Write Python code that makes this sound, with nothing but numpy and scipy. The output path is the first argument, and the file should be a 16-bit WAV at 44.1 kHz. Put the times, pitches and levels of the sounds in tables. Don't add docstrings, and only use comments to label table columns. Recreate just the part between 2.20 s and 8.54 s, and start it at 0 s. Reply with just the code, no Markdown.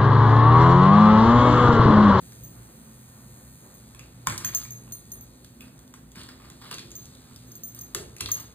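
import sys
import numpy as np
from scipy import signal
from scipy.fft import rfft, irfft, next_fast_len
from scipy.io import wavfile
from scipy.ndimage import uniform_filter1d

SR = 44100
rng = np.random.default_rng(int(sys.argv[2]) if len(sys.argv) > 2 else 0)


def voltage_ratio(decibels):
    exponent = np.asarray(decibels, float) / 20
    return 10 ** exponent


def materialize(psi):
    bounded = np.clip(np.atleast_2d(psi).T, -1, 1)
    quanta = np.round(bounded * 32767).astype(np.int16)
    wavfile.write(sys.argv[1], SR, quanta)


N = 279594
T = np.arange(N) / SR

# frequency in Hz, bandwidth in Hz, relative level in dB.
KNOCK = [(1001, 190, -10.5), (1120, 200, -5.5), (1340, 470, -1.5), (1667, 260, -1), (1920, 220, 0),
         (2360, 200, 6.5)]


def colour(x, points):
    hz, db = np.transpose(points)
    size = next_fast_len(N, real=True)
    f = np.arange(size // 2 + 1) * SR / size
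    gain = voltage_ratio(np.interp(np.log(f + 1), np.log(hz), db))
    return irfft(rfft(x, size) * gain, size)[..., :N]


def ring(x, modes):
    out = 0
    for k, (hz, width, db) in enumerate(modes):
        out = out + (-1) ** k * voltage_ratio(db) * signal.lfilter(*signal.iirpeak(hz, hz / width, SR), x)
    return out


def unit(x):
    return x / np.sqrt(np.mean(x ** 2))


def walk(rate):
    k = int(SR / rate)
    levels = np.repeat(rng.standard_normal(N // k + 1), k)
    return 1.2 * uniform_filter1d(levels, k)[:N]


def bursts(times, peak_db, fade_s):
    env = np.zeros(N)
    env[(np.asarray(times) * SR).astype(int)] = voltage_ratio(peak_db)
    pole = np.exp(-1 / (fade_s * SR))
    env = signal.lfilter([np.e * (1 - pole)], [1, -2 * pole, pole ** 2], env)
    return env * rng.standard_normal(N)


def house():
    # frequency in Hz, spectral density in dB per Hz before the drift.
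    air_density = [(28, -130), (40, -99), (55, -70.5), (90, -79.5), (160, -74.5), (260, -82.5), (400, -88),
                   (700, -94.5), (1300, -98), (2000, -102), (3000, -105), (5000, -103), (6000, -106),
                   (9000, -102), (15000, -104)]
    air_splits_hz = [300, 900, 2500]
    # frequency in Hz, width in Hz, steady tone against the noise part in dB,
    # then the level in dB at each of the hum times.
    hum_modes = [(58.5, 2.53, -2, -67, -64, -69, -65), (120.4, 2.87, 1, -53.5, -51.5, -59.5, -52),
                 (221.8, 7.6, -5.5, -58, -59.5, -61, -64), (252.5, 3.555, 1, -65, -63, -56, -63.5),
                 (343.8, 6, -9.5, -73, -71, -67, -70), (506, 14, -11, -70, -73.5, -76.5, -79)]
    hum_s = [0, 2.6, 3.6, 6.34]

    rest = colour(rng.standard_normal((2, N)), air_density) * np.sqrt(SR) * voltage_ratio(0.55 * walk(5.6))
    air = 0
    for hz in air_splits_hz:
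        low = signal.sosfilt(signal.butter(2, hz, fs=SR, output="sos"), rest)
        air = air + low * voltage_ratio(0.7 * walk(1.7) + 1.2 * walk(12))
        rest = rest - low
    top_band = rest * voltage_ratio(1.8 * walk(1.63))

    noise, hum = rng.standard_normal(N), 0
    for hz, width, tone_db, *db in hum_modes:
        tone = np.sqrt(2) * np.sin(2 * np.pi * np.cumsum(hz + width * walk(4.0)) / SR)
        flutter = unit(ring(noise, [(hz, width, 0)]))
        hum = hum + voltage_ratio(np.interp(T, hum_s, db)) * unit(flutter + voltage_ratio(tone_db) * tone)
    return air + top_band + hum


def toy():
    # time in seconds, mean turns per second,
    # level in dB, slip (unsteady speed) from 0 to 1, turned away from 0 to 1.
    motor = [(0, 103.3, -51.5, 0.02, 0.37), (.5, 103, -55.5, 0.03, 0.2), (.9, 102.7, -54.5, 0, 0.17),
             (1.35, 102.7, -53, 0, 0.14), (1.7, 101.9, -56.5, 0.12, 0.54), (1.9, 95.5, -60, 0.35, 0.6),
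             (2.8, 96.5, -54, 0.38, 0.39), (3.1, 102.9, -59, 0.07, 0.6), (3.8, 103.8, -62.5, 0.02, 0.16),
             (4.1, 91.4, -65, 0.23, 1), (4.9, 86.3, -59.5, 0.14, 0.9), (5.5, 88.6, -57.5, 0.61, 0.53),
             (6.34, 88.8, -60, 0.47, 0.8)]
    # frequency in Hz, width in Hz of the first of two filters,
    # level in dB facing, level in dB turned away, other teeth in dB, loose rattle noise in dB.
    shell_modes = [(1865, 44, -13, -7, 11, -33), (2524, 270, -12, -1.5, 4.5, -29),
                   (4180, 1260, -17.5, 1, 7, -22.5), (6550, 280, 0.5, 5.5, 3, -26),
                   (8230, 300, -6, 12, -5.5, -29), (8605, 460, 1, 2.5, 0, -27.5),
                   (10180, 640, 1, -0.5, -7, -27), (11150, 830, 1, -6, -8.5, -19),
                   (10960, 660, -9.5, 2.5, 3, -39), (12240, 1160, -0.5, -2.5, 6, -33),
                   (13850, 2300, -2.5, -22, -12, -22)]
    teeth = [(0, -1.5), (0.26, -11.0), (0.45, 1), (0.71, 1.0)]

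    times = np.array(motor)[:, 0]
    _, hz, db, slip, away = (np.interp(T, times, column) for column in np.transpose(motor))
    turns = np.cumsum(hz * (1 + 0.000384 * walk(6.6) + 0.05 * slip * walk(25))) / SR
    ticks, taps = np.zeros((4, N + 16)), np.arange(16)
    for row, (place, tooth_db) in zip(ticks, teeth):
        at = np.interp(np.arange(1, turns[-1] - 1) + place, turns, np.arange(N))[:, None]
        chance = rng.standard_normal((800, 1))[:len(at)]
        size = voltage_ratio(tooth_db + 1.2 * chance)
        np.add.at(row, at.astype(int) + taps, size * np.sinc(taps - 8 - at % 1) * np.hanning(16))
    first_tooth = ticks[0, :N]
    other_teeth = ticks[1:, :N].sum(axis=0)
    rattle = rng.standard_normal(N)

    away = np.clip(away, 0, 1)
    shell = 0
    for f, width, near_db, far_db, others_db, rattle_db in shell_modes:
        drive = first_tooth + voltage_ratio(others_db) * other_teeth + voltage_ratio(rattle_db) * rattle
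        rung = ring(ring(drive, [(f, width, 0)]), [(f, 2.0 * width, 0)])
        shell = shell + voltage_ratio(near_db + away * (far_db - near_db)) * rung
    return voltage_ratio(db) * unit(shell)


def slides():
    # start in seconds, length in seconds until the release,
    # relative level in dB, grit against it in dB, treble against it in dB.
    slide_rows = [(1.785, 0.037, -59, 0, -12), (2.059, 0.19, -43.5, -5.5, -2.5),
                  (2.254, 0.21, -52.5, 2.5, 1), (3.397, 0.096, -65, -2, -2), (3.736, 0.04, -63, -3, -2),
                  (3.948, 0.058, -51.5, 1.5, -3.5), (4.083, 0.053, -58, -4.5, -15),
                  (4.202, 0.12, -60, -5, -13), (4.412, 0.03, -56.5, -2.5, -19),
                  (4.438, 0.033, -56.5, -2, -16), (4.506, 0.1, -53.5, 4.5, -4.5),
                  (5.068, 0.049, -66.5, -2, -21), (5.538, 0.039, -64, -1, 6), (5.765, 0.043, -58.5, -7, 6),
                  (5.994, 0.032, -61, 14, -7), (6.055, 0.18, -55, 0.5, -2)]
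    # frequency in Hz, relative level in dB.
    scrape_points = [(400, -15), (750, -6), (900, -3), (1030, -3), (1180, 1), (1500, -5.5), (1900, -3),
                     (2400, -19), (3000, -17.5)]
    # frequency in Hz, relative level in dB.
    grit_points = [(2000, -23), (2800, -5), (3500, -7), (4300, -1.5), (5000, -1), (6500, -32)]
    attack_s, sag_db_s, release_db_s = 0.0064, 49.5, 161
    pecks_per_s, peck_db = 90, -8

    chance = rng.exponential(size=N // 100 + 1).repeat(100)[:N]
    catches = voltage_ratio(2.8 * np.minimum(chance, 5.0))
    friction = rng.standard_normal((3, N)) * uniform_filter1d(catches, size=30) * voltage_ratio(4.5 * walk(30))
    pecks = (rng.random(N) < pecks_per_s / SR) * rng.standard_normal(N)
    scrape = unit(colour(friction[0], scrape_points)) + voltage_ratio(peck_db) * unit(ring(pecks, KNOCK))
    rustle = unit(ring(friction[1], [(8850, 1300, 0)]))
    sand = unit(colour(friction[2], grit_points))
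    out = np.zeros(N)
    for s, length, db, grit_db, treble_db in slide_rows:
        age = np.clip(T - s, 0, None)
        fall_db = sag_db_s * age + release_db_s * np.clip(age - length, 0, None)
        swell = voltage_ratio(db - fall_db) * np.minimum(age / attack_s, 1)
        out += swell * (scrape + voltage_ratio(grit_db) * sand + voltage_ratio(treble_db) * rustle)
    return out


def paws():
    # time in seconds, relative level in dB, pitch of the spot in Hz.
    thuds = [(2.073, -35, 121), (2.25, -48.5, 152), (3.967, -45, 155), (4.516, -42.5, 220),
             (4.799, -50, 85), (5.125, -52, 123.8), (5.753, -39.5, 433), (5.766, -44.5, 416),
             (5.757, -44, 110), (6.013, -44, 230), (6.017, -45, 99)]
    # frequency in Hz, width in Hz of each of two filters, 60 dB decay in seconds.
    floor_modes = [(85, 97, 0.65), (110.6, 110, 0.47), (155, 80, 0.41), (259, 195, 0.64), (391, 152, 0.29)]
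    db_per_octave = 12

    noise, out = rng.standard_normal(N), 0
    for hz, width, t60 in floor_modes:
        boom = unit(ring(ring(noise, [(hz, width, 0)]), [(hz, width, 0)]))
        for s, db, spot_hz in thuds:
            age = np.clip(T - s, 0, None)
            peak_db = db - 2.0 - db_per_octave * abs(np.log2(hz / spot_hz))
            out = out + boom * voltage_ratio(peak_db - 60 * age / t60) * (1 - np.exp(-age / 0.00027))
    return out


def strike(times, peak_db, spot_hz, modes, slope_db):
    age, out = np.arange(1000) / SR, np.zeros(N + 2000)
    hz, width, db = np.transpose(modes)[:, :, None]
    fade = age * np.pi * width
    shape = (-1) ** np.arange(len(modes))[:, None] * fade * np.exp(1 - fade)
    chance = rng.standard_normal((len(times), 3, len(modes), 1))
    for s, blow_db, spot, (size, tune, late) in zip(times, peak_db, spot_hz, chance):
        mode_db = blow_db + db - slope_db * abs(np.log2(hz / spot)) + 2.4 * size
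        rings = voltage_ratio(mode_db) * shape * np.sin(2 * np.pi * hz * (1 + 0.037 * tune) * age)
        starts = ((s + 0.0005 * abs(late[:, 0])) * SR).astype(int)
        for start, one in zip(starts, rings):
            out[start:start + len(age)] += one
    return out[:N]


def claws():
    # time in seconds, tick in relative dB,
    # knock in relative dB, knock pitch in Hz, clack in relative dB, clack pitch in Hz.
    clicks = [(0.1208, -47.5, -58, 1860, -61, 4000), (1.7471, -46, -46, 1110, -51.5, 2500),
              (1.7927, -39.5, -51, 1590, -44, 2500), (2.0702, -19.5, -15.5, 1120, -34, 4150),
              (2.178, -26.5, -64, 1150, -60, 2500), (2.181, -35, -62, 1170, -60, 2500),
              (2.2463, -28.5, -28, 1460, -38.5, 3400), (2.098, -30, -38, 1150, -46, 3600),
              (2.122, -36, -36, 1600, -50, 3600), (2.209, -47, -44, 1100, -50, 2500),
              (2.29, -50, -37, 1250, -41, 3200), (2.335, -54, -44, 1200, -46, 3200),
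              (2.435, -52, -48, 1390, -61, 3000), (2.4499, -38, -46, 1910, -63, 3000),
              (2.677, -70, -54, 1177, -57, 2570), (3.2454, -43, -50, 1354, -50, 4340),
              (3.4073, -47, -70, 2140, -42, 2850), (3.578, -56, -70, 1396, -59, 4120),
              (3.591, -48.5, -56, 1366, -58, 4140), (3.677, -54, -76, 1500, -59, 4570),
              (3.739, -43.5, -47, 1350, -59, 2780), (3.917, -45, -71, 955, -69, 3080),
              (3.958, -45, -49, 1290, -59, 4060), (4.014, -50, -53, 1713, -40.5, 4190),
              (4.0329, -42.5, -59, 1680, -46, 4180), (4.094, -57, -50, 1100, -60, 3120),
              (4.2, -60, -46, 1240, -65, 3950), (4.268, -64, -55, 1103, -68, 3970),
              (4.3, -42.5, -47, 1160, -49, 3230), (4.465, -52, -56, 1590, -49, 3340),
              (4.5119, -32.5, -33.5, 1230, -40, 2500), (4.542, -36, -50, 1160, -37, 4600),
              (4.5831, -39, -40, 1293, -40, 2770), (4.5828, -60, -70, 1300, -37, 4060),
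              (4.593, -43, -60, 1660, -36, 4300), (4.7054, -45, -62, 1870, -55, 3940),
              (4.7163, -38.5, -63, 1880, -52, 4040), (4.855, -42.5, -72, 1300, -70, 4010),
              (4.951, -51, -72, 1312, -49.5, 4130), (5.1608, -42, -57, 1360, -51, 4250),
              (5.7475, -20, -27, 1210, -32.5, 3200), (5.8124, -54, -45, 967, -55, 2500),
              (5.965, -38.5, -52.5, 1930, -49, 2500), (5.983, -43, -61, 1413, -52, 4030),
              (6.0057, -29, -47, 2140, -31, 2730), (6.008, -24, -31.5, 1200, -38, 3080),
              (6.0587, -39, -35, 1010, -28, 4240), (6.0595, -50, -63, 1600, -37, 2890),
              (6.089, -50, -30, 1050, -54, 4300), (6.107, -41, -54, 1500, -48, 4450)]
    # frequency in Hz, width in Hz, relative level in dB.
    clack_modes = [(2500, 520, 2.5), (2660, 260, 2), (3200, 210, -6), (3424, 590, 6), (4230, 730, 3.5),
                   (4600, 680, 3.5)]
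    # frequency in Hz, relative level in dB.
    crack_points = [(300, -28), (900, -21.5), (2300, 5), (4500, -12), (6000, -7)]
    crack_db = -13
    tick_points = [(1500, -34), (3500, -4.5), (5000, -2.5), (6000, 3.5),
                   (8500, -1.5), (12000, -0.5), (15500, -12.5)]

    s, tick_db, knock_db, knock_hz, clack_db, clack_hz = np.transpose(clicks)
    tick = colour(bursts(s, tick_db + 4.5, 0.00096), tick_points)
    crack = colour(bursts(s, knock_db + crack_db, 0.0017), crack_points)
    knock = strike(s, knock_db, knock_hz, KNOCK, 18.5)
    clack = strike(s, clack_db, clack_hz, clack_modes, 27)
    return tick + crack + knock + clack


def collar_ring():
    # time in seconds, high mode in dB, low mode in dB,
    # seconds until muted; levels stand before the flutter.
    ring_hits = [(2.2475, -54, -66, .03), (2.3481, -45, -60, .05), (2.7215, -45, -49.5, .09),
                 (2.918, -47.5, -60, 0.061), (5.435, -51, -66, 0.053), (5.5475, -59, -68, .03),
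                 (5.589, -51, -68, .02), (6.1165, -49, -66, .04)]
    ring_hz = [9218, 4242]
    t60_s, mute_db_s = 0.4, 1500

    out = 0
    for s, high_db, low_db, length in ring_hits:
        age = np.clip(T - s, 0, None)
        fall_db = 60 * age / t60_s + mute_db_s * np.clip(age - length, 0, None)
        for hz, db in zip(ring_hz, [high_db, low_db]):
            out = out + voltage_ratio(db - fall_db) * np.sin(2 * np.pi * hz * age)
    return out * voltage_ratio(1.6 * walk(90))


def tags():
    # frequency in Hz, tag 0 or 1.
    tag_modes = [(6477, 0), (6545, 0), (12772, 0), (14800, 0), (14730, 0), (13005, 1), (14635, 1)]
    # 60 dB decay in seconds, dB when struck at place 0, dB at place 1.
    tag_ring = [(0.2, 4, 4), (0.13, -13, -6), (0.19, 4, -22), (0.14, -14, -1), (0.17, -16, 8.5),
                (0.13, 8, -9.5), (0.15, -11, 8)]
    # time in seconds, first tag in relative dB, place struck from 0 to 1,
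    # second tag in relative dB, place struck from 0 to 1.
    clinks = [(0.2354, -49, 0.9, -47.5, 0.1), (1.5409, -57, 0.7, -53, 0.1), (2.2475, -28, 0.74, -28.5, 0.5),
              (2.265, -33.5, 0.05, -48, 0.5), (2.286, -42, 0.5, -39, 0.4), (2.3481, -22.5, 0.53, -50, 0.87),
              (2.3715, -29, 0.6, -48, 0.87), (2.4344, -44.5, 0.84, -57, 0.5),
              (2.5065, -38, 0.14, -44, 0.57), (2.7215, -37, 0.37, -35, 0.7), (2.918, -39, 0.04, -37, 0.45),
              (3.0097, -51.5, 0.55, -42.5, 0.25), (3.4064, -69, 1, -49, 0.7), (3.592, -72, 1, -64, .8),
              (4.7536, -39, 0.47, -60, 0.5), (4.7666, -46, 1, -45, 0.65), (5.2724, -56, 0.55, -62, 0.98),
              (5.3175, -47, 0.46, -44.5, 0.36), (5.3537, -51, 0.7, -40, 0.35),
              (5.435, -38.5, 0.87, -41, 0.45), (5.487, -48, 0.57, -42, 0.57),
              (5.5475, -49, 0.56, -39.5, 0.5), (5.589, -41, 0.45, -40, 0.4),
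              (5.6111, -42.5, 0.82, -37.5, 0.28), (5.621, -52, 0.58, -45, 0.33),
              (6.0846, -45, 0.8, -68, .82), (6.1165, -21.5, 0.23, -45, 0.8), (6.142, -32.5, 0, -54, 0.4),
              (6.1993, -39, 0.48, -44.5, 0.1)]
    # time in seconds,
    # dB lost, negative where it swells.
    level_changes = [(0.27, -8), (2.298, 1), (2.364, 3), (2.395, 10), (2.446, 17), (2.752, -3), (2.976, 5),
                     (3.047, 15), (3.421, 11), (4.79, -4), (5.325, 6), (5.366, 2), (5.50, 5), (5.555, 4),
                     (5.596, 10), (5.63, -6), (5.655, 8), (6.096, 14), (6.128, 4), (6.173, 13), (6.228, 13)]
    change_s = 0.0038
    tick_points = [(1500, -19), (3500, -11), (6000, 13.5), (9500, -6.5), (15000, 9)]  # Hz, dB

    rows = np.array(clinks)
    last = np.clip(np.searchsorted(rows[:, 0], T) - 1, 0, None)
    began = rows[last, 0]
    age = T - began
    chance = rng.standard_normal((len(rows), 2 * len(tag_modes)))
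    lost_db = sum(db * np.clip((T - s) / change_s, 0, 1) * (began < s) for s, db in level_changes)
    out = 0
    for k, ((hz, tag), (t60, db_0, db_1)) in enumerate(zip(tag_modes, tag_ring)):
        db, place = rows[last, 3:].T if tag > 0.5 else rows[last, 1:3].T
        flicker_db = (1.7 * walk(70) + 2.2 * walk(220)) * np.clip(age / 0.012, 0.25, 1)
        wobble = 0.5 * chance[last, 2 * k + 1] + 0.6 * walk(120)
        struck_db = db + db_0 + place * (db_1 - db_0)
        size = voltage_ratio(struck_db - 60 * age / t60 + flicker_db - lost_db)
        detune = 1 + 0.00091 * chance[last, 2 * k]
        out = out + size * np.sin(2 * np.pi * hz * detune * age + wobble)
    onset = 1 - np.exp(-np.clip(age, 0, None) / 0.00071)
    tick = bursts(rows[:, 0], rows[:, 1::2].max(axis=1), 0.00038)
    return out * onset + colour(tick, tick_points)


def room(x):
    # frequency in Hz, 60 dB decay in seconds.
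    room_t60 = [(100, 0.69), (1000, 0.23), (4000, 0.38), (14000, 0.25)]

    known_hz, known_t60 = np.transpose(room_t60)
    age, tail = np.arange(SR // 2) / SR, 0
    for hz in 60 * 2. ** np.arange(0, 8.1, 1):
        t60 = np.interp(np.log(hz), np.log(known_hz), known_t60)
        band = signal.lfilter(*signal.iirpeak(hz, 1.2, SR), rng.standard_normal((2, len(age))))
        tail = tail + band * voltage_ratio(-60 * age / t60)
    tail = tail * (1 - np.exp(-(age / 0.00032) ** 2))
    tail = tail / np.sqrt(np.mean(np.sum(tail ** 2, axis=1)))
    return signal.fftconvolve(x[None], tail, axes=1)[:, :N]


def scene():
    hits, rubs = claws() + paws(), slides()
    metal = tags() + collar_ring() + toy()
    direct = hits + metal + voltage_ratio(2.5) * rubs
    to_room = hits + voltage_ratio(1.0) * rubs + voltage_ratio(-4.5) * metal
    return direct + voltage_ratio(-1) * room(to_room) + house()


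def top_cut(x):
    return signal.sosfilt(signal.butter(12, 16790, fs=SR, output="sos"), x)


def record(dry):
    # frequency in Hz, radians the right channel lags,
    # share of the left-right difference kept, right gain in dB.
    widener = [(0, 0.046, 0.078, 0.84), (360, 0.19, 0.26, 1), (720, 1.45, 0.95, 0.5),
               (1460, 0.17, 0.91, 1.6), (2265, 1.7, 0.85, 0), (3065, 1.86, 0.58, 2), (3400, 1.42, 1, 0.5),
               (4550, 1.9, 0.46, -1), (5000, 2.6, .15, 0), (5600, 3.14, .06, 0), (8600, 6.6, .1, 0),
               (11750, 9.42, .05, 0), (14800, 13, .08, 0), (22000, 37, .03, 12)]
    # frequency in Hz, gain in dB.
    low_pass = [(15700, -0.5), (15850, -25), (16600, -28)]

    size = next_fast_len(N, real=True)
    f = np.arange(size // 2 + 1) * SR / size
    widener_hz = np.array(widener)[:, 0]
    _, lag, share, right_db = (np.interp(f, widener_hz, column) for column in np.transpose(widener))
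    mid = rfft(dry[0] + dry[1], size) / 2
    side = share * rfft(dry[0] - dry[1], size) / 2
    left = mid + side
    right = voltage_ratio(right_db) * (mid - side) * np.exp(-1j * lag)
    gain = voltage_ratio(np.interp(f, *np.transpose(low_pass)))
    pair = irfft(np.array([left, right]) * gain, size)[:, :N]
    return top_cut(pair)


dry = scene()
out = record(dry)
materialize(out)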